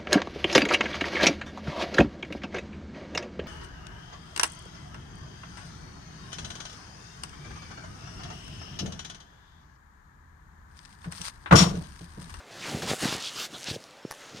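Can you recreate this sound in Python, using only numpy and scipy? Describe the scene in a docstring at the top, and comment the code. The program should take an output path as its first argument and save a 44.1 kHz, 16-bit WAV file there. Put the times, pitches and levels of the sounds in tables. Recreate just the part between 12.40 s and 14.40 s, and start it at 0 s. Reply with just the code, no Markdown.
"""A leather jacket is pulled shut, close up and dry, on a still, snowy day.
The hide slides over a shirt in uneven strokes, a swish made of thousands of tiny slips a second.
Its heavy panels flap and buckle, folds slap down and creases tick. Near the end, fingers work
a metal fastener, which gives a short, sharp snap. A faint hush of outdoor air lies underneath."""
import sys
import numpy as np
from scipy import signal
from scipy.fft import rfft, irfft, next_fast_len
from scipy.io import wavfile
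from scipy.ndimage import uniform_filter1d

SR = 44100
rng = np.random.default_rng(int(sys.argv[2]) if len(sys.argv) > 2 else 0)


def unload_audio(sound):
    """Save the sound as a 16-bit wav file, at the path given as the first command line argument."""
    columns = np.transpose(np.atleast_2d(sound))
    # keep every value between -1 and 1, then stretch to whole-number steps
    steps = np.round(np.clip(columns, -1, 1) * 32767)
    wavfile.write(sys.argv[1], SR, steps.astype(np.int16))


N = 88200

# Fader moves of the sliding hide, one table a gesture: (time [s], swish [dB], rub [dB], fizz [dB])
REACH_FADERS = [(0.0, -59, -53, -70), (0.05, -61.5, -56.5, -69.5), (0.238, -42, -45, -53),
                (0.282, -41.5, -38, -47.5), (0.419, -46, -50, -51), (0.422, -37, -35.5, -45.5),
                (0.458, -42, -43, -49.5), (0.5, -31, -32.5, -38.5), (0.54, -41, -40, -43),
                (0.554, -42.5, -47, -42.5), (0.58, -48.5, -48, -50)]
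PULL_FADERS = [(0.59, -42, -43, -44.5), (0.635, -34, -38.5, -37.5), (0.69, -35.5, -37.5, -44),
               (0.75, -35.5, -39, -45.5), (0.778, -44, -42.5, -54), (0.872, -35, -49, -49.5),
               (0.91, -46, -49, -53.5), (0.966, -41.5, -49, -51), (1.0, -35.5, -46, -46),
               (1.05, -37.5, -43.5, -45), (1.068, -46, -48.5, -53), (1.08, -56.5, -58, -65)]
ALIGN_FADERS = [(1.1, -55.5, -57, -60.5), (1.15, -47, -52, -54.5), (1.18, -51, -51.5, -51.5),
                (1.22, -48, -52.5, -54), (1.258, -46, -49, -55), (1.274, -35.5, -42.5, -56),
                (1.305, -36, -44, -44), (1.328, -45.5, -48, -51), (1.345, -41, -46.5, -51),
                (1.36, -46, -58, -54), (1.374, -58, -55, -64)]
FINGER_FADERS = [(1.41, -56.5, -57, -62), (1.5, -59.5, -56, -66.5), (1.63, -59.5, -56, -71),
                 (1.7, -56, -57, -67), (1.74, -55, -56.5, -61), (1.78, -56.5, -56, -60),
                 (1.82, -52.5, -51.5, -60.5), (1.9, -52.5, -51, -64), (1.935, -55.5, -54.5, -66),
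                 (1.975, -47.5, -51, -63), (2.0, -51.5, -54, -66)]
# Fader moves of the flapping panels: (time [s], level [dB])
FLAP_FADER = [(0, -69.5), (.12, -53), (.245, -48.5), (.285, -37.5), (.36, -40), (.41, -39), (.435, -35.5),
              (.46, -40.5), (.5, -36), (.535, -34.5), (.555, -51), (.605, -53), (.64, -31), (.69, -42.5),
              (.755, -45.5), (.79, -44.5), (.85, -60), (.93, -58), (1.0, -44), (1.09, -60.5), (1.15, -46),
              (1.2, -56), (1.255, -53.5), (1.31, -47), (1.35, -42), (1.385, -56.5), (1.6, -77), (1.92, -57),
              (1.96, -47.5), (2.0, -48)]
# Tone of the three sliding layers and of the panels: (frequency [Hz], gain [dB])
SWISH_EQ = [(1200, -50), (2200, -10.5), (2700, -2), (3700, -1.5), (4600, -3.5), (5700, -5), (7000, -10),
            (8200, -16.5), (11000, -38)]
RUB_EQ = [(300, -12.5), (600, -4.5), (800, -1), (1000, -0.5), (1350, 0.5), (1800, -0.5), (2400, -3.5),
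          (3500, -15.5), (6000, -34.5)]
FIZZ_EQ = [(4000, -29), (6500, 3.5), (8200, 0.5), (10300, -3), (12500, -9.5), (15500, -19)]
PANEL_EQ = [(25, -35), (50, -19), (80, -6.5), (140, 1), (250, -1.5), (400, -2), (560, -4.5), (750, -5.5),
            (1200, -39)]
# Stick-slip texture: (slip rate [1/s], size spread [dB], patchiness [dB])
SWISH_GRAIN, RUB_GRAIN = (11000, 1.8, 1.46), (7000, 2.7, 1.84)
FIZZ_GRAIN, PANEL_GRAIN = (5500, 3.7, 0.91), (1500, 3.8, 1)
# Swipes over the weave: (middle [s], length [s], centre [Hz], width [Hz], level [dB])
SWIPES = [(0.247, 0.088, 2290, 805, -41.5), (0.864, 0.098, 3700, 1210, -38.5),
          (1.002, 0.11, 1350, 400, -44), (1.02, .13, 12700, 3500, -52), (1.155, 0.041, 3550, 700, -40.5),
          (1.151, 0.062, 1330, 400, -49), (1.298, 0.054, 4350, 700, -38.5), (1.67, 0.125, 5410, 190, -60),
          (1.898, 0.27, 6450, 900, -60)]
# Buckling panels: (time [s], peak [dB], low edge [Hz], high edge [Hz], polarity [+1 or -1])
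BUCKLE_HITS = [(0.346, -23, 77, 243, -1), (.514, -17.5, 94.5, 530, 1), (.534, -23, 394, 755, -1),
               (0.6285, -21.5, 163, 616, -1), (0.653, -16.5, 121, 287, -1), (0.6855, -27.5, 89, 337, 1),
               (0.7252, -27, 85, 450, 1), (0.749, -29.5, 77.6, 330, -1), (1.126, -41, 220, 324, 1),
               (1.2846, -31, 100, 374, -1), (1.3082, -27.5, 73, 180, 1), (1.3145, -28.5, 105, 490, 1),
               (1.3603, -29.5, 388, 590, 1), (1.364, -35.5, 102, 266, -1), (1.6505, -23, 125, 450, 1),
               (1.707, -40.5, 89, 454, -1), (1.947, -33.5, 98, 400, 1)]
# Folds slapping down: (time [s], peak [dB])
SLAP_HITS = [(0.4217, -30), (0.5337, -21.5), (.7262, -20.5)]
# Creases letting go: (time [s], peak [dB], pitch [Hz])
TICK_HITS = [(.766, -22, 6000), (.782, -26, 5200), (.825, -22, 5000), (1.183, -30, 6000),
             (1.202, -33, 5500), (1.21, -30, 5500), (1.231, -27, 4200), (1.243, -22.5, 5600),
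             (1.404, -39, 5500), (1.44, -32.5, 5200), (1.51, -38, 4500), (1.7495, -37, 7000)]
# Contacts of the fastener: (time [s], peak [dB], click T60 [s], ring against the click [dB])
SNAP_HITS = [(1.708, -31, .005, -15), (1.7113, -21, 0.0057, -25.5), (1.7172, -36, .01, -21),
             (1.7185, -27, 0.011, -19), (1.7245, -27.5, 0.0058, -11), (1.739, -34, .006, -13)]
# Ringing modes of the fastener: (frequency [Hz], relative level [dB], T60 [s])
METAL_MODES = [(900, 1.5, 0.029), (1120, 7, 0.019), (1790, 4, 0.022), (6000, 1, 0.011), (10400, -6, .012)]
# Tone of a slap, a crease tick, a metal click and the outdoor air: (frequency [Hz], gain [dB])
SLAP_EQ = [(200, -9), (1200, -0.5), (6000, -14), (15000, -27)]
CREASE_EQ = [(300, -58), (1500, -16), (2800, -3), (4500, 5), (7500, -5), (11000, -19), (22000, -41)]
METAL_EQ = [(200, -7), (900, 2), (1900, 2.5), (2700, -11.5), (4200, -2), (6300, 1), (8200, -9), (10500, 0),
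            (13000, -12), (16000, -21)]
AIR_EQ = [(30, -26), (150, -3), (380, -1), (560, 4.5), (800, -3.5), (3000, -34.5)]


def amp(db):
    """Decibels to gain."""
    return 10 ** (np.asarray(db) / 20)


def unit(x):
    """Scale to rms 1."""
    return x / np.sqrt(np.mean(x ** 2) + 1e-20)


def faders(*tables):
    """Join tables end to end and draw each level column as a curve, one value a sample."""
    times, *columns = np.vstack(tables).T
    return [np.interp(np.arange(N) / SR, times, column) for column in columns]


def equalise(x, eq):
    """Minimum-phase EQ through (Hz, dB) points on a log axis, so hits have no pre-ring."""
    size = 2 * next_fast_len(len(x))
    hz, db = np.transpose(eq)
    gain_db = np.interp(np.log(np.fft.rfftfreq(size, 1 / SR) + 1), np.log(hz), db)
    cepstrum = irfft(np.log(amp(gain_db)), size)
    cepstrum[1:size // 2] *= 2
    cepstrum[size // 2 + 1:] = 0
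    return irfft(rfft(x, size) * np.exp(rfft(cepstrum)), size)[:len(x)]


def place(track, start_s, sound, peak_db):
    """Drop a one-shot onto the track at the given peak level."""
    part = track[round(start_s * SR):][:len(sound)]
    part += (amp(peak_db) * sound / np.abs(sound).max())[:len(part)]


def sliding_hide(swish_db, rub_db, fizz_db):
    """Hide rubs on cloth: a swish, a duller rub under it and a fizz on top."""
    return (amp(swish_db) * friction(SWISH_EQ, SWISH_GRAIN)
            + amp(rub_db) * friction(RUB_EQ, RUB_GRAIN)
            + amp(fizz_db) * friction(FIZZ_EQ, FIZZ_GRAIN))


def friction(eq, grain):
    """Dense tiny slips of uneven size whose colour shifts as the folds move; rms 1."""
    rate, spread_db, patchy_db = grain
    slips = (rng.random(N) < rate / SR) * np.sign(rng.standard_normal(N))
    slips *= amp(spread_db * rng.standard_normal(N))
    spectrogram = signal.stft(slips, nperseg=512)[2]
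    patches = uniform_filter1d(rng.standard_normal(spectrogram.shape), size=5, axis=0)  # across pitch
    patches = uniform_filter1d(patches, size=9, axis=1)  # across time
    slips = signal.istft(spectrogram * amp(patchy_db * unit(patches)), nperseg=512)[1][:N]
    return unit(equalise(slips, eq))


def weave_swipes():
    """A finger or sleeve slides on the weave: one band of noise swells and fades."""
    out, t = np.zeros(N), np.arange(N) / SR
    freqs = np.fft.rfftfreq(N, 1 / SR)
    for middle_s, length_s, hz, width_hz, db in SWIPES:
        bell = 1 / (1 + ((freqs - hz) / width_hz) ** 2) ** 2
        band = irfft(rfft(rng.standard_normal(N)) * bell, N)
        swell = np.cos(np.pi * np.clip((t - middle_s) / length_s, -.5, .5))
        out += amp(db) * unit(band) * swell
    return out


def flapping_panels():
    """The heavy panels flutter and now and then buckle, pushing a puff of air: a dull thump."""
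    flap_db, = faders(FLAP_FADER)
    out = amp(flap_db) * friction(PANEL_EQ, PANEL_GRAIN)
    puff = signal.unit_impulse(SR // 10)
    for start_s, db, low_hz, high_hz, polarity in BUCKLE_HITS:
        band = signal.butter(3, [low_hz, high_hz], "bandpass", fs=SR, output="sos")
        place(out, start_s, polarity * signal.sosfilt(band, puff), db)
    return out


def fold_slaps(t60_s=0.012):
    """A fold lands flat on the shirt: a brief, broad smack."""
    out, t = np.zeros(N), np.arange(SR // 20) / SR
    for start_s, db in SLAP_HITS:
        burst = amp(-60 * t / t60_s) * rng.standard_normal(len(t))
        place(out, start_s, equalise(burst, SLAP_EQ), db)
    return out


def crease_ticks(swish_db, eq_peak_hz=4500, crinkles_per_s=44, over_swish_db=13.5):
    """Creases tick, the tighter the higher: a few clear ones over a crinkle that rides the swish."""
    out, t = np.zeros(N), np.arange(SR // 20) / SR
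    for start_s, db, hz in TICK_HITS:
        tuned_eq = [(f * hz / eq_peak_hz, gain_db) for f, gain_db in CREASE_EQ]
        place(out, start_s, click(t, tuned_eq, t60_s=0.0019, scrape_db=-6), db)
    triggers = (rng.random(N) < crinkles_per_s / SR) * amp(swish_db + over_swish_db)
    tick = equalise(signal.unit_impulse(len(t)), CREASE_EQ)
    crinkle = signal.fftconvolve(triggers, tick / np.abs(tick).max())[:N]
    return out + crinkle


def click(t, eq, t60_s, scrape_db):
    """One sharp contact with a short scrape for a tail; peak 1."""
    scrape = amp(scrape_db - 60 * t / t60_s) * rng.standard_normal(len(t))
    hit = equalise((t == 0) + scrape, eq)
    return hit / np.abs(hit).max()


def fastener_snap(mode_spread_db=2.2):
    """A quick cluster of metal contacts, their ring damped by fingers and leather."""
    out, t = np.zeros(N), np.arange(SR // 10) / SR
    for start_s, db, t60_s, ring_db in SNAP_HITS:
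        ring = np.zeros(len(t))
        for hz, mode_db, mode_t60_s in METAL_MODES:
            decay = amp(mode_db + rng.normal(0, mode_spread_db) - 60 * t / mode_t60_s)
            ring += decay * np.sin(2 * np.pi * hz * t)
        attack = click(t, METAL_EQ, t60_s, scrape_db=-8.5)
        place(out, start_s, attack + amp(ring_db) * ring, db)
    return out


def still_air(level_db=-57):
    """The bed: the faint, steady hush of snowy woods."""
    return amp(level_db) * unit(equalise(rng.standard_normal(N), AIR_EQ))


def scene():
    """Jacket, fastener and air, mixed dead centre, alike in both channels."""
    swish_db, rub_db, fizz_db = faders(REACH_FADERS, PULL_FADERS, ALIGN_FADERS, FINGER_FADERS)
    strokes = sliding_hide(swish_db, rub_db, fizz_db) + weave_swipes()
    flexing = crease_ticks(swish_db) + fold_slaps() + flapping_panels()
    mix = strokes + flexing + fastener_snap() + still_air()
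    return np.array([mix, mix])


def record(dry, high_cut_hz=16000):
    """A brick-wall high cut takes the very top off the mix."""
    size = next_fast_len(N + SR // 2)
    passband = np.fft.rfftfreq(size, 1 / SR) < high_cut_hz
    return irfft(rfft(dry, size) * passband, size)[:, :N]


dry = scene()
out = record(dry)
unload_audio(out)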